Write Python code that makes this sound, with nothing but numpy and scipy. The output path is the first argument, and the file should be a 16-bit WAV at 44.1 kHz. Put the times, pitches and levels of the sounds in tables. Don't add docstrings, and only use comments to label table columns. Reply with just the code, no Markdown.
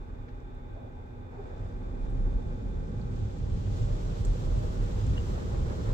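import sys
import numpy as np
from scipy import signal
from scipy.fft import rfft, irfft
from scipy.io import wavfile
from scipy.ndimage import uniform_filter1d

SR = 44100
rng = np.random.default_rng(int(sys.argv[2]) if len(sys.argv) > 2 else 0)


def pcm_store(signal):
    levels = np.round(np.clip(np.atleast_2d(signal), -1, 1) * 32767)
    wavfile.write(sys.argv[1], SR, levels.astype(np.int16).T)


N = 261513
TIME = np.arange(N) / SR
FREQS = np.maximum(np.fft.rfftfreq(N, 1 / SR), 1)

# centre_s, half_length_s, swish_db, water_db, groan_hz, groan_db
STRIP_SWEEPS = [(0.775, 0.027, -52, -70, 610, -56), (0.845, 0.071, -54.5, -81, 540, -53),
                (0.98, 0.03, -60, -78, 820, -54), (1.347, 0.039, -60, -72, 865, -53.5),
                (1.42, 0.067, -53, -69, 760, -56), (1.535, 0.06, -59, -69, 475, -50),
                (1.644, 0.099, -61, -71, 600, -58), (2.02, 0.07, -60, -74, 845, -60),
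                (4.852, 0.45, -59, -77, 845, -59), (5.377, 0.026, -46.5, -58, 860, -57),
                (5.537, 0.047, -48, -66, 855, -56), (5.72, 0.035, -49, -59, 830, -50),
                (5.887, 0.034, -48, -55, 495, -45)]
# frequency_hz, correlation
CABIN_CORRELATION = [(30, 1), (125, 0.96), (182, 0.61), (230, 0.65), (325, 0.66), (385, 0.41),
                     (480, -0.015), (630, -0.48), (860, -0.15), (1050, -0.62), (1650, -0.58), (2150, 0.038),
                     (2850, -0.23), (4000, 0.011)]


def roof_boom(pitch_hz=39.57):
    # time_s, level_db
    swing_levels = [(0, -43), (0.25, -43), (1.0, -49), (1.5, -44.5), (1.95, -33.5), (2.22, -29),
                    (2.48, -35), (3.0, -35), (3.3, -39.5), (4.3, -32.5), (5.2, -35), (5.43, -40),
                    (5.6, -33), (5.93, -44)]
    # pitch_hz, width_hz, gain_db
    roof_modes = [(38.7, 9.4, -8.5), (31.3, 26, -15), (48.7, 14.6, -13)]
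    level_db, = in_time(swing_levels)
    phase = phase_of(pitch_hz * (1 + 0.0832 * drift(9.93)))
    swing = np.sqrt(2) * np.sin(phase) * from_db([[-1], [1]])
    knocks = in_cabin(through_modes(impacts(per_s=370, spread_db=-6.5), roof_modes))
    roof_thumps, _ = thumps()
    force = np.hypot(from_db(level_db + 2.4 * drift(12)), roof_thumps)
    return force * evened(swing + from_db(-3.5) * knocks, size=4000)


def drumming():
    # time_s, large_panels_db, small_panels_db
    drum_levels = [(0, -50, -55.5), (1.3, -49.5, -55.5), (1.85, -45.5, -44), (2.15, -38, -41),
                   (2.6, -40, -41), (3.15, -35, -39), (3.33, -38, -43.5), (3.55, -32, -38),
                   (3.75, -34.5, -40.5), (4.1, -33.5, -42), (4.8, -32, -38.5), (5.93, -32.5, -38.5)]
    # pitch_hz, width_hz, gain_db
    large_modes = [(62.7, 15.6, 2.5), (84.7, 11.2, -5.5), (100.94, 9.7, 3), (121.3, 28.7, -5)]
    # pitch_hz, width_hz, gain_db
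    small_modes = [(153.6, 20, 0.5), (177.6, 24, 0), (210.6, 25.4, -2), (267.7, 36.4, -5)]
    large_db, small_db = in_time(drum_levels)
    large = in_cabin(through_modes(impacts(per_s=300, spread_db=1.0), large_modes))
    small = in_cabin(through_modes(impacts(per_s=500, spread_db=2.5), small_modes))
    _, panel_thumps = thumps()
    large_force = np.hypot(from_db(large_db + 1.0 + 1.77 * drift(3.8)), panel_thumps)
    small_force = from_db(small_db - 1.25 + 0.89 * drift(8.1))
    return large_force * evened(large, size=5000) + small_force * evened(small, size=5000)


def thumps(half_s=0.041):
    # centre_s, roof_db, large_panels_db
    bunches = [(1.645, -43, -34.5), (2.28, -27.5, -54), (3.239, -46, -32.5), (3.435, -30, -33),
               (3.539, -33, -28.5), (3.83, -27.5, -32), (3.92, -25.5, -44), (4.08, -30.5, -38),
               (4.30, -22.5, -40), (4.49, -26.5, -35), (4.57, -26, -27.5), (4.82, -23.5, -40),
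               (5.09, -39, -27), (5.32, -28.5, -51.5), (5.59, -27, -42), (5.9, -27, -39.5)]
    return sum(np.outer(from_db(levels_db), swell(s, half_s)) for s, *levels_db in bunches)


def throbbing(waver_hz=2.57):
    # centre_s, half_length_s, pitch_hz, peak_db
    throbs = [(3.24, 0.048, 102.2, -28), (3.742, 0.29, 98.36, -29), (5.2, 0.19, 98.4, -34.5),
              (5.904, 0.053, 116, -26)]
    drone = sum(from_db(db) * swell(s, half_s) * np.sin(phase_of(hz + waver_hz * drift(10)))
                for s, half_s, hz, db in throbs)
    return drone * from_db([[-1], [1]])


def scrubbing(swish_offset_db=-8.5):
    # time_s, rubbing_db, water_db
    scrub_levels = [(0, -58, -67.5), (1.2, -57, -68.5), (1.45, -52.5, -64.5), (2.4, -49, -64),
                    (3.45, -50, -65), (3.85, -47, -61), (5.2, -45.5, -58), (5.65, -43.5, -58),
                    (5.93, -44, -57)]
    # frequency_hz, density_db
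    rub_spectrum = [(240, -26), (320, -2.5), (370, 4.5), (420, -0.5), (480, 3.5), (545, -1.5), (630, -5.5),
                    (690, -18)]
    # frequency_hz, density_db
    swish_spectrum = [(480, 2.5), (610, 9.5), (690, 5), (820, 7.5), (950, -6), (1200, -15.5)]
    # frequency_hz, density_db
    splash_spectrum = [(700, -19), (1000, 5.5), (1250, 4), (1600, -1), (2100, -7.5), (2900, -19.5),
                       (4200, -21), (8000, -39)]
    rub_db, splash_db = in_time(scrub_levels)
    flaps = drift(28)
    swept = sum(from_db(db) * swell(s, half_s) for s, half_s, db, *_ in STRIP_SWEEPS)
    flung = sum(from_db(db) * swell(s, half_s) for s, half_s, _, db, *_ in STRIP_SWEEPS)
    rub_gain = from_db(rub_db + 2.0 + flaps)
    swish_gain = np.hypot(from_db(rub_db + swish_offset_db), swept) * from_db(0.94 * flaps)
    splash_gain = np.hypot(from_db(splash_db), flung) * from_db(6 + 0.82 * flaps)
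    rub = evened(in_cabin(impacts(per_s=2000, spread_db=-1.0), rub_spectrum), size=5000)
    swish = evened(in_cabin(noise(), swish_spectrum), size=4000)
    splash = in_cabin(impacts(per_s=9000, spread_db=2.0), splash_spectrum)
    return rub * rub_gain + swish * swish_gain + splash * splash_gain


def groans(width_hz=133):
    friction = in_cabin(noise())
    out = np.zeros((2, N))
    for s, half_s, _, _, hz, db in STRIP_SWEEPS:
        judder = rms_one(through_modes(friction, [(hz, width_hz, 0)]))
        out += from_db(db) * swell(s, half_s) * evened(judder, size=2500)
    return out


def squeaks():
    # centre_s, pitch_hz, half_length_s, peak_db, right_lead_rad, waver_hz, glide_hz_per_s
    slips = [(1.397, 399, 0.019, -38, 0.65, 1.8, -300), (3.95, 610.5, 0.26, -47.5, 2.34, 14.5, 0.5),
             (4.617, 626, 0.19, -45, 2.4, 15.2, 0), (5.1815, 2870, 0.004, -35, 2.5, 9.7, -12000),
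             (5.183, 2820, 0.021, -49, 1.95, 39.5, 0.5)]
    out = np.zeros((2, N))
    for s, hz, half_s, db, lead, waver_hz, glide in slips:
        phase = phase_of(hz + glide * (TIME - s) + waver_hz * drift(22))
        out += from_db(db) * swell(s, half_s) * np.sin([phase, phase + lead])
    return out


def spray():
    # time_s, jets_db, top_hiss_db
    spray_levels = [(0, -81.5, -90), (0.5, -83.5, -90), (1.27, -83.5, -92), (1.42, -78.5, -87),
                    (1.6, -75, -82), (1.85, -78, -84), (2.1, -73.5, -84), (2.9, -73, -84.5),
                    (3.2, -68, -77.5), (3.48, -67.5, -82), (3.75, -62.5, -68.5), (4.0, -62, -68),
                    (4.8, -62, -65), (5.1, -61, -67), (5.33, -61, -63), (5.5, -62.5, -68.5),
                    (5.93, -61.5, -65.5)]
    # frequency_hz, density_db
    jet_spectrum = [(1200, 4.5), (2200, 0), (2650, 3.5), (2950, 4.5), (3400, 5), (4000, 3), (5000, 1),
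                    (6500, 0.3), (7500, -1), (10000, -5.5), (16000, -13)]
    # frequency_hz, density_db
    top_hiss_spectrum = [(8500, 0), (16000, 0.5)]
    jets_db, top_hiss_db = in_time(spray_levels)
    gusts = drift(16)
    water = noise() + from_db(-4.5) * impacts(per_s=2800, spread_db=1.5)
    jets = in_cabin(water, jet_spectrum) * from_db(jets_db + 6.5 + 0.66 * gusts)
    grainy_noise = noise() + from_db(-3) * impacts(per_s=2600, spread_db=3.0)
    top_hiss = in_cabin(grainy_noise, top_hiss_spectrum) * from_db(top_hiss_db + 3.5 + 1.2 * gusts)
    spatter = drops() * from_db(jets_db - 8.5 + 3.2 * drift(7))
    return jets + top_hiss + spatter


def drops(per_s=150, pitches=10, low_hz=2820, high_hz=8400, width_hz=670):
    return in_cabin(sum(resonate(impacts(per_s / pitches, spread_db=-2.5), hz, width_hz)
                        for hz in np.geomspace(low_hz, high_hz, pitches)))


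def ticks():
    # start_s, level_db, pitch_hz, width_hz, t60_s, left_minus_right_db
    touches = [(0.284, -53.5, 1490, 700, .06, -1), (0.287, -64, 3000, 1700, 0.06, 0),
               (0.402, -67, 4940, 2470, 0.017, 0), (0.547, -71, 7700, 1000, .04, 0),
               (2.100, -64.5, 8150, 550, .08, -2), (2.102, -66, 12700, 2000, .1, 5),
               (3.012, -60, 4280, 450, 0.074, -1), (4.2501, -34, 7140, 600, 0.0035, -2),
               (4.25, -44, 4800, 1500, 0.0065, 2), (4.25, -45, 14000, 5000, 0.022, 0),
               (4.253, -45.5, 8150, 2500, 0.05, -3), (5.067, -45, 7550, 1500, .008, 0),
               (5.1785, -42, 1900, 350, 0.012, 0), (5.179, -45, 3280, 500, 0.01, 2)]
    out = np.zeros((2, N))
    age = np.arange(8000) / SR
    for s, db, hz, width_hz, t60, pan_db in touches:
        fade = from_db(-60 * age / t60)
        burst = fade * rng.standard_normal((2, len(age)))
        ring = rms_one(through_modes(burst, [(hz, width_hz, 0)])) * np.sqrt(np.mean(fade ** 2))
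        start = int(s * SR)
        out[:, start:start + len(age)] += from_db([[db + pan_db / 2], [db - pan_db / 2]]) * ring
    return out


def machinery(load_from_s=1.4, load_full_s=2.1, load_waver=1.643):
    # frequency_hz, density_db
    hall_spectrum = [(20, -9.5), (35, -6), (60, -7.5), (115, -1), (150, -13), (215, -15.5), (260, -8),
                     (320, -15.5), (400, -13.5), (540, -23), (680, -20.5), (1200, -30), (2200, -38.5),
                     (3000, -44.5), (5500, -59), (16000, -48)]
    # pitch_hz, width_hz, gain_db
    pump_bands = [(832.6, 55, -3), (1555, 81, -12.5), (2444, 130, -20), (3564, 190, -20.5)]
    # pitch_hz, level_db, slowing_under_load_percent, idle_waver_hz
    motor_tones = [(30.9, -48.5, 1.5, .1), (83.5, -52.5, 1.5, 0.22), (245.7, -55.5, 0, 0.6),
                   (542.5, -68, 7.5, 3), (810, -65, 1.5, 3), (859, -68, 0, 4.01), (1474, -77, 2.5, 8.6),
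                   (1544, -71.5, 1, 5), (2330, -80, -0.5, 11), (2440, -79.5, -0.5, 6),
                   (3550, -85.5, -2, 30), (14553, -85, 2.5, 1.5)]
    # time_s, gain_db
    whine_levels = [(0, -0.5), (1.2, -0.5), (1.45, 0.5), (2.4, 2), (3.0, 1.5), (3.6, -1), (5.93, -0.5)]
    roar = from_db(-47.0) * in_cabin(noise(), hall_spectrum)
    whine = from_db(-62.0) * in_cabin(through_modes(noise(), pump_bands)) * from_db(1.2 * drift(8.3))
    load = np.interp(TIME, [load_from_s, load_full_s], [0, 1])
    tones = np.zeros((2, N))
    for hz, db, slowing, waver_hz in motor_tones:
        pitch = hz * (1 - load * slowing / 100)
        phase = phase_of(pitch + waver_hz * (1 + load_waver * load) * drift(14.2))
        right_lead = np.arccos(np.interp(hz, FREQS, over_hz(CABIN_CORRELATION)))
        tones += np.sqrt(2) * from_db(db + 1.76 * drift(7.4)) * np.sin([phase, phase + right_lead])
    whine_db, = in_time(whine_levels)
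    return roar + (whine + tones) * from_db(whine_db)


def in_cabin(pair, spectrum=((20, 0), (20000, 0))):
    # frequency_hz, left_minus_right_db
    balance = [(60, 0.5), (120, -3.5), (200, 0.5), (380, 0.5), (700, -0.5), (1300, -1.8), (2400, 0),
               (4400, 0), (8000, -3), (12000, 1.5)]
    octaves_outside = abs(np.log2(FREQS / np.clip(FREQS, spectrum[0][0], spectrum[-1][0])))
    mid, side = rfft(pair) * from_db(over_hz(spectrum) - 24 * octaves_outside)
    alike = np.clip(over_hz(CABIN_CORRELATION), -.99, .99)
    sides = np.array([[1], [-1]])
    stereo = np.sqrt(1 + alike) * mid + sides * np.sqrt(1 - alike) * side
    return rms_one(irfft(stereo * from_db(sides * over_hz(balance) / 2), N))


def bass_lead(x):
    # frequency_hz, left_lead_rad
    lead = [(20, 0.44), (42, 0.48), (64, 0.31), (100, 0.17), (160, 0.067)]
    return irfft(rfft(x) * np.exp(.5j * np.array([[1], [-1]]) * over_hz(lead)), N)


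def resonate(x, hz, width_hz):
    r = np.exp(-np.pi * width_hz / SR)
    feedback = [1, -2 * r * np.cos(2 * np.pi * hz / SR), r * r]
    run_in = np.concatenate([x[:, -16000:], x], axis=1) + 1e-18
    rung = signal.lfilter(np.array([1, 0, -1]) * (1 - r * r) / 2, feedback, run_in)
    return rung[:, -x.shape[1]:]


def through_modes(x, modes):
    return sum((-1) ** k * from_db(db) * resonate(resonate(x, hz, 1.5 * width), hz, 1.5 * width)
               for k, (hz, width, db) in enumerate(modes))


def impacts(per_s, spread_db):
    sizes = from_db(spread_db * np.minimum(rng.exponential(1, (2, N)), 4))
    signs = rng.choice([-1, 1], (2, N))
    return rms_one(sizes * signs * (rng.random((2, N)) < per_s / SR))


def noise():
    return rng.standard_normal((2, N))


def drift(rate_hz):
    slow = irfft(rfft(rng.standard_normal(N)) / (1 + (FREQS / rate_hz) ** 2), N)
    return rms_one(slow - slow.mean())


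def swell(centre_s, half_s):
    return np.exp(-((TIME - centre_s) / half_s) ** 2)


def evened(x, size):
    return x / np.sqrt(uniform_filter1d(np.mean(x ** 2, axis=0), size=size) + .02)


def phase_of(pitch_hz):
    return 2 * np.pi * np.cumsum(pitch_hz) / SR


def in_time(rows):
    times, *columns = np.transpose(rows)
    return [np.interp(TIME, times, column) for column in columns]


def over_hz(points):
    hz, values = np.transpose(points)
    return np.interp(np.log(FREQS), np.log(hz), values)


def from_db(db):
    return 10 ** (np.asarray(db) / 20)


def rms_one(x):
    return x / np.sqrt(np.mean(x ** 2) + 1e-20)


def scene():
    rumble = bass_lead(machinery() + roof_boom() + drumming() + throbbing())
    return rumble + scrubbing() + groans() + spray() + squeaks() + ticks()


def record(dry):
    # frequency_hz, gain_db
    response = [(7700, -1), (8500, -8.5), (9500, -16.5), (10800, -15.5), (12500, -10.5), (15500, -15.5)]
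    impulse = np.roll(irfft(from_db(over_hz(response)), N), 64)[:129]
    padded = np.pad(dry, ((0, 0), (64, 64)), "reflect", reflect_type="odd")
    dulled = signal.fftconvolve(padded, [impulse], "valid", axes=1)
    hiss = from_db(-102.0) * signal.lfilter([1, -1], [1], noise())
    top_cut = signal.ellip(10, .1, 80, 15750, fs=SR, output="sos")
    return signal.sosfilt(top_cut, dulled + hiss)


dry = scene()
out = record(dry)
pcm_store(out)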